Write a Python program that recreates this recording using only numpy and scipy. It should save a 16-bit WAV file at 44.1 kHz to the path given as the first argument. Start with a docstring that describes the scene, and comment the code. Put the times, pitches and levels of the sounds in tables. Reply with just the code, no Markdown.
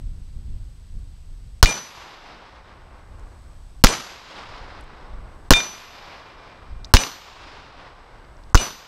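"""A light wind, hiss and a thin whine, then five pistol shots at a steel plate in a grass field, a shed and woods near.
Each blast rings and overloads a small camera on the ground; grass noise and a low swing follow.
The plate pings about 30 ms after the shot and its high ring swells, then shed and woods return the echo.
Gain control ducks at every shot and creeps up again over the echo and wind; small clicks fall between shots.
Sources are decaying sines and noise shaped in bands."""
import sys
import numpy as np
from scipy import signal
from scipy.io import wavfile
from scipy.ndimage import uniform_filter1d

SR = 44100
rng = np.random.default_rng(int(sys.argv[2]) if len(sys.argv) > 2 else 0)


def transcribe(signal):
    """Save signal, clipped to [-1, 1], as a 16-bit WAV file at the path in sys.argv[1]."""
    frames = np.atleast_2d(signal).T
    limited = np.clip(frames, -1, 1)
    pcm = np.round(limited * 32767).astype(np.int16)
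    wavfile.write(sys.argv[1], SR, pcm)


N = 391166
TIME = np.arange(N) / SR
AGE = TIME[:3 * SR]   # time since an event, s


def from_db(db):
    """Decibels to gain."""
    return 10 ** (np.asarray(db) / 20)


def rms_one(x):
    """Scale to rms 1."""
    return x / np.sqrt(np.mean(x ** 2) + 1e-20)


def fade(t, t60):
    """Decay by 60 dB in t60 seconds."""
    return np.exp(-np.log(1000) * t / t60)


def swell(t, start_s, rise_s):
    """Smooth opening from 0 towards 1 after a start time."""
    return 1 - np.exp(-(np.maximum(t - start_s, 0) / rise_s) ** 2)


def add(track, s, sound):
    """Mix a sound into a track at s seconds."""
    at = round(s * SR)
    track[at:at + len(sound)] += sound[:N - at]


def butter(x, hz, kind, order=2):
    """Causal Butterworth filter."""
    sos = signal.butter(order, hz, kind, fs=SR, output="sos")
    return signal.sosfilt(sos, x + 1e-18)


def mode(hz, t60):
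    """A struck resonance: decaying sine, height 1 before decay."""
    return np.sin(2 * np.pi * hz * AGE) * fade(AGE, t60)


def lumps(t, per_s, depth_db):
    """Random gain, interpolated in dB between per_s knots a second."""
    knots = rng.standard_normal(4000)
    return from_db(depth_db * np.interp(t * per_s, np.arange(len(knots)), knots))


def coloured(table, t, patchy_db=0):
    """Noise in bands, rms 1 before decay and wavering; a third table column is the t60 of each band."""
    hz, db, *t60 = np.transpose(table)
    edges_hz = np.geomspace(15, 17000, 25)
    white = rng.standard_normal((2, len(t) + SR // 10))   # extra 0.1 s lets the filters settle
    out, power = 0, 0
    for k, (low, high) in enumerate(zip(edges_hz, edges_hz[1:])):
        log_centre = np.log(low * high) / 2
        gain = from_db(np.interp(log_centre, np.log(hz), db))
        band = gain * butter(white[k % 2], [low, high], "band")[-len(t):]
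        if patchy_db:
            band = band * lumps(t, per_s=16, depth_db=patchy_db)
        if t60:
            band = band * fade(t, np.interp(log_centre, np.log(hz), t60[0]))
        out = out + band
        power += gain ** 2 * (high - low) / (SR / 2)
    return out / np.sqrt(power)


def background(air_db=-61.5, whine_db=-71.0, whine_hz=8020, buzz_hz=98, wander_hz=14):
    """Faint hiss, and a thin whine: a sine wandering in pitch, its amplitude modulated at buzz_hz."""
    # still air: (frequency [Hz], relative density [dB per Hz])
    air_spectrum = [(20, 4.5), (400, 1), (1000, -0.5), (2000, -4.5), (5500, -3.5), (7000, -13),
                    (10000, -11), (15000, -30.5)]
    wander = rms_one(butter(rng.standard_normal(N), 30, "low"))
    pitch_hz = whine_hz + wander_hz * wander
    buzz = 1 + 1.8 * np.sin(2 * np.pi * buzz_hz * TIME)
    whine = np.sin(2 * np.pi * np.cumsum(pitch_hz) / SR) * buzz
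    return from_db(air_db) * coloured(air_spectrum, TIME) + from_db(whine_db) * whine


def wind(breeze_db=-41.5, rise_over_fall=0.5):
    """A steady breeze rumbles on the microphone; each gust builds faster than it dies away."""
    # wind rumble: (frequency [Hz], relative density [dB per Hz])
    rumble = [(15, 0), (30, -2), (60, -6), (100, -13.5), (160, -25), (300, -38.5), (600, -66.5),
              (2000, -95)]
    # gusts: (peak time [s], level [dB], fall time [s])
    gusts = [(.03, -34.5, 0.19), (.36, -31.5, 0.051), (0.511, -33, 0.15), (.97, -34, 0.084),
             (1.35, -42.5, .2), (3.13, -41, 0.084), (4.55, -34, 0.31), (5.15, -34, 0.12),
             (6.74, -28, 0.097), (7.5, -39, .3)]
    strength = from_db(breeze_db)
    for s, db, fall_s in gusts:
        width_s = np.where(TIME < s, rise_over_fall * fall_s, fall_s)
        strength = strength + from_db(db) * np.exp(-((TIME - s) / width_s) ** 2)
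    return strength * coloured(rumble, TIME, patchy_db=2.0)


def handling(t60=0.015):
    """Short dry clicks of the pistol being handled: decaying band noise."""
    # clicks: (time [s], peak level [dB], frequency [Hz])
    clicks = [(3.1948, -48, 6570), (4.8094, -35.5, 8700), (4.839, -43, 8400), (6.8459, -19.5, 4300),
              (6.8535, -31.5, 5570), (8.2487, -47, 4220), (8.3679, -43, 4940), (8.4367, -42.5, 4180),
              (8.4986, -48, 6130)]
    out, t = np.zeros(N), AGE[:SR // 10]
    for s, db, hz in clicks:
        band_hz = [hz * 0.86, min(hz * 1.21, SR / 2.2)]
        click = butter(rng.standard_normal(len(t)), band_hz, "band") * fade(t, t60)
        add(out, s, from_db(db) * click / np.abs(click).max())
    return out


def slaps(count=14, level_db=-5.0, dull_hz=4500, t60=0.61):
    """Boards and near trunks return separate dulled copies of the blast, the same at every shot."""
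    out, copy = np.zeros(len(AGE)), butter(blast(0), dull_hz, "low")
    delays_s = np.linspace(.05, .19, count) + rng.uniform(-.004, .004, count)
    for delay_s, db in zip(delays_s, rng.normal(0, 1.7, count)):
        add(out, delay_s, from_db(level_db + db) * fade(delay_s - .05, t60) * copy)
    return out


def echoes(grass_db=15, shed_db=5, woods_db=-18):
    """Decaying noise: grass scatters the blast at once, shed and nearest trees soon after, woods for seconds."""
    # grass, shed with nearest trees, woods: (frequency [Hz], relative density [dB per Hz], t60 [s])
    grass_bands = [(60, -12, 0.2), (204, 5, 0.054), (403, -1, 0.074), (676, -4, 0.066), (1370, 1.5, 0.058),
                   (2160, -12, 0.071), (4200, -13.5, 0.14), (5600, -5.5, 0.074), (8500, -27.5, 0.098),
                   (15000, -24, 0.061)]
    shed_bands = [(60, -9.5, .4), (170, -3, 0.46), (300, -3, 0.4), (700, 1.5, .33), (1173, -4, 0.49),
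                  (2380, -10.5, 0.48), (4626, -11.5, 0.55), (6030, -8.5, .38), (8140, -2, 0.18),
                  (15000, -25.5, 0.083)]
    woods_bands = [(64.8, -1, 2.2), (208, -13, 5.32), (470, -7, 3.77), (1080, -0.5, 3.105),
                   (1501, -5.5, 3.02), (2460, -4, 2.18), (4830, -6, 1.874), (5510, 2.5, 1.08),
                   (8000, -9.5, 0.33), (15200, -64, 2.2)]
    t, out = AGE[:SR], np.zeros(len(AGE))

    grass = coloured(grass_bands, t) * swell(t, start_s=.0022, rise_s=.00095)
    add(out, 0, from_db(grass_db) * grass * lumps(t, per_s=400, depth_db=4.5))

    shed = coloured(shed_bands, t) * swell(t, start_s=.027, rise_s=.022)
    add(out, 0, from_db(shed_db) * shed * lumps(t, per_s=180, depth_db=2.0))

    # the far tree line answers late
    far_edge = 1 + 0.61 * swell(AGE, start_s=0.35, rise_s=0.18) * fade(np.maximum(AGE - .7, 0), 7.8)
    # single trees and clumps
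    trunks = lumps(AGE, per_s=150, depth_db=1.0) * lumps(AGE, per_s=14, depth_db=1.4)
    woods = coloured(woods_bands, AGE, patchy_db=0.6) * swell(AGE, start_s=0.049, rise_s=0.16)
    return out + from_db(woods_db) * woods * far_edge * trunks


def plate_high_ring(length_factor, level_db=11.0):
    """The plate's high ring swells after the hit, then decays: a sum of damped modes."""
    # high ring: (frequency [Hz], relative level [dB], t60 before length factor [s])
    high_ring_modes = [(5995, 0, .35), (6000, -33, 1.0), (6750, -21, .12), (9600, -30, .55),
                       (10200, -32, .55), (11550, -27, .35), (12600, -35, .85), (12820, -34, .5)]
    ring = 0
    for hz, db, t60 in high_ring_modes:
        ring = ring + from_db(db + rng.normal(0, 1)) * mode(hz, t60 * length_factor)
    return from_db(level_db) * ring * swell(AGE, start_s=.04, rise_s=.034)   # age counts from the shot


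def plate(smack_t60=.006, spray_db=-17.0, spray_t60=0.051, shed_db=-14.0, shed_hz=6000, shed_return_s=.068,
          linger_db=-41.5, linger_t60=3.2):
    """Lead smacks steel, fragments spray, the plate rings; the shed returns the smack, the woods the ring."""
    # hits: (time [s], smack level [dB], levels of the three main modes, set by where it lands [dB])
    hits = [(1.6586, 10.2, -0.5, -5, -10.5), (3.8695, 15, -12.5, -16.5, -22), (5.5356, 16, 6, -38, 9),
            (6.9684, 17, -12.5, -5, -15.5), (8.5750, 9.6, -14, -2.5, -14)]
    # main plate modes: (frequency [Hz], t60 [s])
    main_modes = [(2398, 0.45), (2912, 0.15), (3602, 0.26)]
    # upper plate modes, struck by every smack: (frequency [Hz], level re smack [dB], t60 [s])
    upper_modes = [(3980, -29.5, .1), (6600, -28.5, 0.1), (5995, -17, 0.08)]
    # smack of lead on steel: (frequency [Hz], relative density [dB per Hz])
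    smack_spectrum = [(300, -18), (1200, 0.5), (2000, 9), (4500, 5), (6500, -3.5), (9000, -31.5),
                      (15000, -31.5)]
    out, t = np.zeros(N), AGE[:SR // 2]
    # the struck plate swings edge-on and radiates less
    facing = from_db(-17 * swell(AGE, start_s=0.039, rise_s=.055))
    for s, smack_db, *mode_db in hits:
        decay = fade(t, smack_t60) + from_db(spray_db) * fade(t, spray_t60)
        smack = from_db(smack_db) * coloured(smack_spectrum, t) * decay
        add(out, s, smack)
        add(out, s + shed_return_s, from_db(shed_db) * butter(smack, shed_hz, "low", order=4))
        for (hz, t60), db in zip(main_modes, mode_db):
            # the air swallows higher modes sooner
            woods_t60 = linger_t60 * (main_modes[0][0] / hz) ** 2
            linger = from_db(linger_db) * mode(hz, woods_t60) * lumps(AGE, per_s=28, depth_db=2.5)
            add(out, s, from_db(db) * (mode(hz, t60) * facing + linger))
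        for hz, db, t60 in upper_modes:
            add(out, s, from_db(smack_db + db) * mode(hz, t60))
    return out


def thump(suction_s, suction_db, swing_db=23.5, swing_t60=0.095, swing_hz=23, swing_start_s=.005):
    """Suction follows the front; the overloaded microphone then swings slowly back to rest."""
    t = AGE[:SR // 4]
    phase = np.minimum(t / suction_s, 1)
    suction = np.sin(np.pi * phase) * np.minimum(2 * t / suction_s, 1)
    late = np.maximum(t - swing_start_s, 0)
    swing = np.sin(2 * np.pi * swing_hz * late) * fade(late, swing_t60)
    return from_db(swing_db) * swing - from_db(suction_db) * suction


def blast(front_db):
    """The shock front rings the camera housing; a sharper front drives the flagged resonances harder."""
    # housing: (frequency [Hz], width [Hz], relative level [dB], 1 if only a sharp front reaches it)
    housing = [(494, 570, -14, 0), (1023, 324, 0.5, 0), (1463, 380, -1, 0), (2890, 400, -0.5, 1),
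               (4225, 500, 3, 1), (5374, 400, 2, 1), (6147, 300, -5.5, 0), (8600, 870, -11, 1),
               (13700, 1700, -10, 1)]
    t, out = AGE[:SR // 20], 0
    for k, (hz, width_hz, db, sharp) in enumerate(housing):
        level = from_db(db + front_db * (sharp > .5))
        ring = np.sin(2 * np.pi * hz * t) * np.exp(-np.pi * width_hz * t)
        out = out + (-1) ** k * level * ring
    return out


def pistol(bounce_db=16.5, bounce_hz=2000, bounce_s=.00813):
    """Each shot: blast, dull bounce from close by, thump, low housing boom, echoes and the plate's high ring."""
    # shots: (time [s], blast [dB], sharp front [dB], suction length [s], suction [dB], boom [dB],
    #         echo and bounce [dB], plate high ring [dB], high ring length factor [1])
    shots = [(1.6279, 32.5, 1, 0.01, 21.5, -3, 0.5, -4, 1.11), (3.839, 34.5, 3, 0.0051, 22, 24, 3, 1, 0.79),
             (5.5064, 46, 0.5, 0.0044, 22, 27.5, 1.5, -4.5, 1.21),
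             (6.9385, 33.5, 1, 0.0096, 23.5, 9, 1, 8, 0.6),
             (8.5458, 22, -41, 0.0082, 22.5, -21, -1, 7, 0.64)]
    # low boom of the housing: (frequency [Hz], relative level [dB], t60 [s])
    boom_modes = [(258, 3, 0.021), (377, -9, 0.045), (511, -5, 0.027)]
    out, near = np.zeros(N), slaps()
    bounce = from_db(bounce_db) * butter(blast(0), bounce_hz, "low")
    boom = sum(from_db(db) * mode(hz, t60) for hz, db, t60 in boom_modes)
    for (s, blast_db, front_db, suction_s, suction_db, boom_db,
         echo_db, high_ring_db, high_ring_length) in shots:
        add(out, s, from_db(blast_db) * blast(front_db))
        add(out, s + bounce_s, from_db(echo_db) * bounce)
        add(out, s, thump(suction_s, suction_db))
        add(out, s, from_db(boom_db) * boom)
        add(out, s, from_db(echo_db) * (echoes() + near))
        add(out, s, from_db(high_ring_db) * plate_high_ring(high_ring_length))
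    return out


def scene():
    """Everything as it reaches the one microphone."""
    return (background() + wind() + handling() + plate() + pistol())[None]


def gain_control(x, limit_db=0.0, depth_db=20.0, recover_db_per_s=11.5, ahead_s=.013):
    """Peaks pull the gain down just ahead of time; it climbs back at a steady rate in dB."""
    over_db = np.clip(20 * np.log10(np.abs(x) + 1e-9) - limit_db, 0, depth_db)
    recovered_db = recover_db_per_s * TIME
    held_db = np.maximum.accumulate(over_db + recovered_db) - recovered_db
    early_db = np.interp(TIME + ahead_s, TIME, held_db)
    return x * from_db(-uniform_filter1d(early_db, size=200))


def record(dry, cutoff_hz=15650):
    """Gain control, hard overload, and the top cut off by a steep elliptic low-pass."""
    loud = np.clip(gain_control(dry[0]), -1, 1)
    sos = signal.ellip(10, .1, 80, cutoff_hz, fs=SR, output="sos")
    return signal.sosfilt(sos, loud)[None]


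dry = scene()
out = record(dry)
transcribe(out)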